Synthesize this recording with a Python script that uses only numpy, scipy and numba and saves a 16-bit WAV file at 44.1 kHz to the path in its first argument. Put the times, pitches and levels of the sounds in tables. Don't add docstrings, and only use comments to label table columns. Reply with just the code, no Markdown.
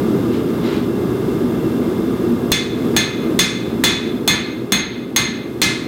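import sys
import numpy as np
from scipy import signal
from scipy.fft import rfft, irfft, next_fast_len
from scipy.io import wavfile
from scipy.ndimage import uniform_filter1d, minimum_filter1d, map_coordinates
from numba import njit

SR = 44100
rng = np.random.default_rng(int(sys.argv[2]) if len(sys.argv) > 2 else 0)


def output_pcm(signal):
    pcm = np.clip(np.atleast_2d(signal).T, -1, 1) * 32767
    wavfile.write(sys.argv[1], SR, np.round(pcm).astype(np.int16))


N = 258867


def amp(db):
    return 10 ** (np.asarray(db) / 20)


def unit(x):
    return x / np.sqrt(np.mean(x ** 2) + 1e-20)


def along(points, hz):
    f, v = np.transpose(points)
    return np.interp(np.log(hz + 1), np.log(f + 1), v)


def wobble(rate, size):
    knots = rng.standard_normal(int(size * rate / SR) + 4)
    return map_coordinates(knots, [np.arange(size) * rate / SR])


def noise(colour, size):
    m = next_fast_len(size + 8192)
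    spectrum = rfft(rng.standard_normal(m)) * amp(colour(np.fft.rfftfreq(m, 1 / SR)))
    return unit(irfft(spectrum, m)[:size])


def high_pass(x, cut_hz):
    return signal.sosfilt(signal.butter(2, cut_hz, "high", fs=SR, output="sos"), x)


# frequency in Hz, relative level in dB.
BURNER_COLOUR = [(20, -34), (40, -29), (60, -14.5), (100, -12.5), (150, -9), (280, -3.5), (400, -3),
                 (550, -16.5), (780, -23.5), (1300, -25.5), (2000, -37.5), (4000, -41.5), (6000, -45.5),
                 (15800, -49)]
# centre in Hz, width in Hz, lift in dB.
FORGE_RESONANCES = [(54, 11, -1), (123.4, 16, 8.5), (182, 18, 4.5), (238, 33, 8), (326.4, 11, 4),
                    (342, 33, 3.5), (1202, 42, 6.5), (1653, 67, 6.5), (2110, 80, 10.5), (2723, 38, 11.5),
                    (3510, 500, 7.5), (5030, 160, 5), (13350, 660, 9)]


def forge(level_db=-16.5, flutter_db=0.25, drift_db=1.2):
    def colour(hz):
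        lift = sum(db / (1 + (2 * (hz - centre) / width) ** 2) for centre, width, db in FORGE_RESONANCES)
        return along(BURNER_COLOUR, hz) + lift

    flame_db = level_db + flutter_db * wobble(10, N) + drift_db * wobble(1.42, N)
    return noise(colour, N) * amp(flame_db)


# frequency in Hz, relative level in dB.
SCRAPE_COLOUR = [(400, -18), (900, 5.5), (2200, 0.5), (4000, -1), (5500, -12), (8000, -19), (14000, -35)]
# start in seconds, length in seconds, level in dB.
BLADE_PUSHES = [(0.3, 0.05, -34.5), (0.609, 0.16, -31.5)]
PUSH_ATTACK_S, PUSH_RELEASE_DB_PER_S = 0.052, 124


def blade(grit_db=1.3):
    t = np.arange(N) / SR
    pushes = np.zeros(N)
    for start, length, db in BLADE_PUSHES:
        attack = np.clip((t - start) / PUSH_ATTACK_S, 0, 1)
        fade_db = PUSH_RELEASE_DB_PER_S * np.maximum(t - start - length, 0)
        pushes += attack * amp(db - fade_db)
    grit = unit(amp(grit_db * wobble(400, N)))
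    return noise(lambda hz: along(SCRAPE_COLOUR, hz), N) * grit * pushes


# frequency in Hz, relative level in dB.
CRACK_COLOUR = [(40, -1.5), (200, 12), (600, -5.5), (1100, -3), (1800, 0), (2300, 1), (2900, -6),
                (3600, 1.5), (4300, -1.5), (4900, -14), (7500, -7.5), (10000, -10.5), (12000, -13.5),
                (15000, -7.5), (18000, -23)]


def crack_noise(size):
    return noise(lambda hz: along(CRACK_COLOUR, hz), size)


# frequency in Hz, time to fall 60 dB in seconds.
WORKSHOP_DECAY = [(100, 0.59), (600, 0.58), (2000, 0.66), (4000, 0.62), (8000, 0.25), (11000, 0.23),
                  (16000, 0.14)]


def reverberation(t, wall_db=-7.5, build=0.013):
    hz, s, z = signal.stft(crack_noise(len(t)), SR, nperseg=256)
    decay = amp(-60 * s / along(WORKSHOP_DECAY, hz)[:, None])
    tail = signal.istft(z * decay, SR, nperseg=256)[1][:len(t)]
    return amp(wall_db) * tail * (1 - np.exp(-t / build))


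# frequency in Hz, relative level in dB.
CHATTER_COLOUR = [(1000, -26), (2300, -3), (3000, -0.5), (4600, 0), (6200, -1.5), (9000, -9), (14000, -28)]


def chatter(t, t60=0.46):
    return noise(lambda hz: along(CHATTER_COLOUR, hz), len(t)) * amp(-60 * t / t60)


# frequency in Hz, relative level in dB, time to fall 60 dB in seconds, rise constant in seconds.
STEEL_MODES = [(1150, -19, .45, .02), (1560, -18, .45, .025), (1680, -18, .55, .025), (1741, -4.5, .5, .03),
               (2089, 0, .57, .03), (2524, -6, .66, .02), (2885, -20, .35, .002), (3341, -13, .55, .002),
               (3485, -1, .64, .001), (3792, -12.5, .55, .01), (4207, -5.5, .58, .001),
               (4582, -15, .48, .006), (5260, -25, .4, .002), (6466, -4, .45, .001), (7250, -18, .08, .001),
               (9165, -25, .33, .002), (9636, -22, .36, .002)]
BEATING_ECHOES = [(75, .6), (220, .2)]
LOW_HZ, MIDDLE_HZ, UPPER_HZ, HIGH_HZ = 2300, 3485, 4207, 6466
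LOW_RING_DB, UPPER_RING_DB = -3, -3
LOW_TRADE = .35
PROMPT_DB, PROMPT_S = 9, .04
DETUNE_HZ = 5


def ring(t, middle_db, high_db, ring_db=-11.3):
    out = np.zeros(len(t))
    direct = amp(PROMPT_DB * np.exp(-t / PROMPT_S))
    weights = [(LOW_HZ, LOW_RING_DB - LOW_TRADE * middle_db), (MIDDLE_HZ, middle_db),
               (UPPER_HZ, UPPER_RING_DB), (HIGH_HZ, high_db)]
    for hz, db, t60, rise in STEEL_MODES:
        echoes = sum(share * (wobble(rate, len(t)) + 1j * wobble(rate, len(t)))
                     for rate, share in BEATING_ECHOES)
        cycles = (hz + DETUNE_HZ * rng.standard_normal()) * t + rng.random()
        tone = np.real((direct + echoes) * np.exp(2j * np.pi * cycles))
        decay = amp(db + along(weights, hz) - 60 * t / t60)
        out += tone * decay * (1 - np.exp(-t / rise))
    return amp(ring_db) * out


def impact(t, crack_db=3, crack_t60=0.032, snap_db=13, snap_t60=0.004, bass_cut_hz=150):
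    burst = high_pass(crack_noise(len(t)), bass_cut_hz)
    snap = amp(snap_db - 60 * t / snap_t60)
    crack = amp(crack_db - 60 * t / crack_t60)
    return burst * (snap + crack)


# start in seconds, force in dB, then the weights of the middle ring,
# the high ring and the blade chatter, all three in dB relative to the force.
HAMMER_BLOWS = [(2.5178, -2.5, 0.5, -4, -12.5), (2.9647, -0.5, -2.5, 0, -17.5),
                (3.3909, 2, -0.5, -1, -11.5), (3.8379, 3.5, 0.5, -6, -15), (4.277, 3, -4, -0.5, -21),
                (4.7213, 3, -4, 0, -35), (5.1621, 2.5, -8, 1.5, -19), (5.6168, 3, -9.5, -7, -10.5)]
CRACK_GROWTH = 0.56


def hammer():
    out = np.zeros(N + SR)
    t = np.arange(SR * 3 // 5) / SR
    for start, force_db, middle_db, high_db, chatter_db in HAMMER_BLOWS:
        tail = reverberation(t) + amp(chatter_db) * chatter(t) + ring(t, middle_db, high_db)
        blow = amp(CRACK_GROWTH * force_db) * impact(t) + amp(force_db) * tail
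        out[round(start * SR):][:len(t)] += blow
    return out[:N]


def scene():
    return (forge() + blade() + hammer())[None]


@njit
def follow(excess, attack, recovery):
    cut, now = np.zeros(len(excess)), 0.0
    for i in range(len(excess)):
        if excess[i] > now:
            now = now + (excess[i] - now) * attack
        else:
            now = max(now - recovery, 0.0)
        cut[i] = now
    return cut


DUCK_SHARE, DUCK_ATTACK_S, DUCK_HOLD_S, DUCK_RELEASE_DB_PER_S = 0.48, 0.014, 0.17, 36
SETTLE_ATTACK_S, SETTLE_RELEASE_DB_PER_S = 0.15, 2


def gain_control(x, threshold_db=-13.5):
    level_db = 10 * np.log10(np.abs(uniform_filter1d(x ** 2, size=441)) + 1e-9)
    excess = np.maximum(level_db - threshold_db, 0)
    hold = int(DUCK_HOLD_S * SR)
    held = -minimum_filter1d(-excess, size=hold, origin=(hold - 1) // 2)
    quick = follow(DUCK_SHARE * held, 1 / (DUCK_ATTACK_S * SR), DUCK_RELEASE_DB_PER_S / SR)
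    slow = follow(excess, 1 / (SETTLE_ATTACK_S * SR), SETTLE_RELEASE_DB_PER_S / SR)
    return amp(-np.maximum(quick, slow))


CLIP_TOP, CLIP_HARDNESS = .43, 8


def record(dry, low_cut_hz=42, top_hz=16200):
    x = high_pass(dry, low_cut_hz)
    x = x * gain_control(x[0])
    x = x / (1 + np.abs(x / CLIP_TOP) ** CLIP_HARDNESS) ** (1 / CLIP_HARDNESS)
    return signal.sosfiltfilt(signal.butter(16, top_hz, fs=SR, output="sos"), x)


dry = scene()
out = record(dry)
output_pcm(out)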